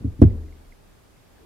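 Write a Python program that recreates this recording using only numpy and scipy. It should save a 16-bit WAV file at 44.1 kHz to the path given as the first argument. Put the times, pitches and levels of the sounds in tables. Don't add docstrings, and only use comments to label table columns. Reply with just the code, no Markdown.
import sys
import numpy as np
from scipy import signal
from scipy.io import wavfile

SR = 44100
rng = np.random.default_rng(int(sys.argv[2]) if len(sys.argv) > 2 else 0)


def put_to_file(sound):
    columns = np.atleast_2d(sound).T
    safe = np.clip(columns, -1, 1)
    whole_steps = np.round(safe * 32767)
    wavfile.write(sys.argv[1], SR, whole_steps.astype(np.int16))


def field_ratio(decibels):
    return 10 ** (np.asarray(decibels, dtype=float) / 20)


N = 63945

# (frequency [Hz], level [dB per Hz])
HISS_COLOUR = [(20, -8.5), (40, -4.5), (100, -5.5), (300, -12), (800, -19), (2500, -27), (7000, -32.5),
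               (16000, -35.5)]
# (frequency [Hz], likeness [0 to 1])
LEFT_RIGHT_LIKENESS = [(25, .9), (200, 0), (700, 0.066), (2000, .2), (6000, .05), (15000, 0.0)]
# (time [s], level [dB])
HAND_LEVEL = [(0, -65), (.15, -61.5), (.45, -62.5), (.7, -64.5), (1.0, -80), (1.171, -70), (1.3, -69.5),
              (1.38, -57.5), (1.45, -55.5)]
# (frequency [Hz], level [dB per Hz])
RUB_COLOUR = [(30, -24.5), (100, -8.5), (250, -3), (500, 6.5), (1000, -5.5), (2000, -10.5), (4000, -18),
              (9000, -39)]
# (time [s], level [dB], pitch [Hz], pan [dB])
GLOVE_CREAKS = [(.304, -53, 2000, -0.5), (.434, -57, 1890, -8), (.46, -60, 2400, -2),
                (0.484, -56, 2030, -1), (0.525, -50.5, 2141, -9), (.56, -58, 2100, -3), (.6, -61, 2250, -3),
                (.65, -61, 2150, -10), (0.7228, -47.5, 2085, -13), (1.165, -58, 2150, 0.5),
                (1.382, -52.5, 1660, -3)]
# (frequency [Hz], level [dB])
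ROOM_COLOUR = [(30, -46), (80, -42.5), (200, -43), (400, -43), (700, -63.5), (1200, -66), (3000, -66),
               (8000, -76)]
# (frequency [Hz], time to fall 60 dB [s])
ROOM_FADE = [(30, 1.2), (100, 0.55), (300, 0.83), (1000, 0.46), (3000, .25), (8000, .2)]
# (time [s], level [dB], pan [dB], dulling [dB per octave])
METAL_TICKS = [
    (.2160, -48, -5, -1.5),
    (.2190, -39.5, -5.5, -1.0),
    (.2252, -39.5, 1, 2),
    (.2310, -52.5, 1, 3.0),
    (.2368, -47.5, 1.5, 3.5),
]
# (frequency [Hz], level [dB], time to fall 60 dB [s])
METAL_TONES = [(650, 10.5, 0.037), (840, 7.5, .02), (1100, 5.5, .015), (1480, 0, 0.022),
               (2150, -9.5, 0.0087), (3240, -8.5, 0.019), (4136, -1.5, 0.011), (5430, 0.5, 0.0037),
               (6900, -7.5, .004), (8900, -4, 0.011), (9300, -7.5, .012), (12120, -14, .004)]
# (time [s], force [dB], direction [+1 push, -1 lift], contact length [ms])
HANDLE_CONTACTS = [
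    (.0431, -14.5, 1, .6),
    (.0494, -19, -1, .8),
    (.069, -13, 1, 3.0),
    (.1896, -16, -1, 1.2),
    (.21577, 0, 1, .12),
    (.22216, -2.4, -1, .43),
    (.2324, -7.9, -1, .65),
    (.23635, -8.5, 1, .65),
]
# (frequency [Hz], level [dB], time to fall 60
# dB [s], polarity [+1 or -1], left-right share [-1 to 1])
BOOM_TONES = [(30.4, -35, 1.4, -1, -.03), (50.1, -26.5, .48, -1, 0), (76.8, -19, .6, 1, .23),
              (81.8, -11.1, .3, 1, -.01), (101.6, -5.9, .216, 1, -.1), (124.9, 3.5, .023, -1, -.09),
              (138.5, -11.1, .154, -1, -.25),
              (173.9, -7.9, 0.126, 1, -0.34), (214.9, -7.7, 0.081, -1, -0.02),
               (232.4, -27.0, 0.38, 1, -0.32), (255.6, -3.5, 0.103, -1, 0.24), (286.8, 7.2, 0.053, 1, 0.0),
               (339.6, 1.2, 0.046, -1, -0.04), (350.7, -10.1, 0.115, 1, -0.0),
               (419.1, -8.8, 0.091, 1, 0.04), (429.2, -4.1, 0.028, -1, -0.12),
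               (607.8, -29.9, 0.104, 1, -0.81)]


def rms_one(x):
    return x / np.sqrt(np.mean(x ** 2) + 1e-20)


def at_hz(points, hz):
    table_hz, values = np.array(points).T[:2]
    return np.interp(np.log(hz), np.log(table_hz), values)


def pan(db):
    return field_ratio(np.array([[db / 2], [-db / 2]]))


def drift(rate):
    step = 40
    r = np.exp(-2 * np.pi * rate * step / SR)
    slow = signal.lfilter([1], [1, -2 * r, r * r], rng.standard_normal(N // step + 2002))
    slow = slow[2000:]
    return np.interp(np.arange(N) / step, np.arange(len(slow)), rms_one(slow))


def bands():
    edges = 20 * 2 ** np.arange(0, 10, .5)
    white = rng.standard_normal((2, 2, N + 8000))
    for k, (low, high) in enumerate(zip(edges, edges[1:])):
        sos = signal.butter(2, [low, min(high, 19000)], "band", fs=SR, output="sos")
        yield np.sqrt(low * high), signal.sosfilt(sos, white[k % 2])[:, 8000:]


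def stereo(pair, alike):
    alike = np.clip(alike, 0, 1)
    middle, side = pair
    return np.sqrt(1 + alike) * middle + np.sqrt(1 - alike) * side * [[1], [-1]]


def shaped(spectrum, patchy_db, rate):
    out = 0
    for hz, pair in bands():
        level_db = at_hz(spectrum, hz) + patchy_db * drift(rate)
        out = out + field_ratio(level_db) * stereo(pair, at_hz(LEFT_RIGHT_LIKENESS, hz))
    return rms_one(out)


def click(s, db, soft_s):
    x = np.zeros(N)
    x[int(s * SR)] = field_ratio(db)
    r = np.exp(-1 / (soft_s * SR))
    return signal.lfilter([(1 - r) ** 2], [1, -2 * r, r * r], x)


def ring(force, hz, t60):
    r = field_ratio(-60 / (t60 * SR))
    w = 2 * np.pi * hz / SR
    return signal.lfilter([0, np.sin(w)], [1, -2 * r * np.cos(w), r * r], force + 1e-18)


def microphone_hiss():
    return field_ratio(-54.5) * shaped(HISS_COLOUR, patchy_db=.4, rate=8.0) * pan(-.4)


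def room_tail():
    rise_s, alike = 0.0069, 0.87
    soft_loss_db_per_ms = 15.5
    earlier_s, earlier_db, earlier_dull_db = 0.002, -0.5, 5.5
    t, out = np.arange(N) / SR, 0
    for hz, pair in bands():
        ages = [(np.maximum(t - s, 0), db - soft_loss_db_per_ms * ms) for s, db, _, ms in HANDLE_CONTACTS]
        octaves_up = np.log2(max(hz / 100, 1))
        ages.append((t - earlier_s, earlier_db - earlier_dull_db * octaves_up))
        shape = 0
        for age, db in ages:
            fade = field_ratio(db - 60 * age / at_hz(ROOM_FADE, hz))
            shape = shape + fade * (1 - np.exp(-age / rise_s))
        out = out + field_ratio(at_hz(ROOM_COLOUR, hz)) * shape * stereo(rms_one(pair), alike)
    return out


def hand_rustle():
    hand_db = np.interp(np.arange(N) / SR, *np.transpose(HAND_LEVEL))
    return field_ratio(hand_db) * shaped(RUB_COLOUR, patchy_db=5.5, rate=5.0)


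def glove_creaks():
    rise_s, t60_s = 0.0012, 0.015
    t, out = np.arange(N) / SR, 0
    for s, db, hz, side_db in GLOVE_CREAKS:
        age = np.maximum(t - s, 0)
        swell = 1 - np.exp(-age / rise_s)
        fade = field_ratio(db + 6 - 60 * age / t60_s)
        out = out + pan(side_db) * fade * swell * np.sin(2 * np.pi * hz * age)
    return out


def blade():
    mix_db = rng.normal(0, 1.5, (len(METAL_TICKS), len(METAL_TONES)))
    out = 0
    for (s, db, side_db, dull_db), row in zip(METAL_TICKS, mix_db):
        tick = click(s, db, 1e-5)
        metal = 0
        for (hz, level, t60), extra_db in zip(METAL_TONES, row):
            tone_db = level + extra_db - dull_db * np.log2(hz / 2000)
            metal = metal + field_ratio(tone_db) * ring(tick, hz, t60)
        out = out + pan(side_db) * metal
    return out


def table_boom():
    sides = []
    for side, lag_s in ((1, 0.00051), (-1, 9e-5)):
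        force = sum(sign * click(s + lag_s, db, ms / 1000) for s, db, sign, ms in HANDLE_CONTACTS)
        boom = 0
        for hz, db, t60, sign, share in BOOM_TONES:
            boom = boom + sign * field_ratio(db) * (1 + side * share) * ring(force, hz, t60)
        sides.append(boom)
    return field_ratio(.9) * np.array(sides)


def scene():
    background = microphone_hiss() + room_tail()
    hand = hand_rustle() + glove_creaks()
    return background + hand + blade() + table_boom()


def band_limit(x):
    return signal.sosfilt(signal.butter(12, 16450, fs=SR, output="sos"), x)


def record(dry):
    clipped = np.clip(dry, -1.0, 1.0)
    top_cut = signal.cheby2(20, 60, 17000, fs=SR, output="sos")
    return band_limit(signal.sosfilt(top_cut, clipped))


dry = scene()
out = record(dry)
put_to_file(out)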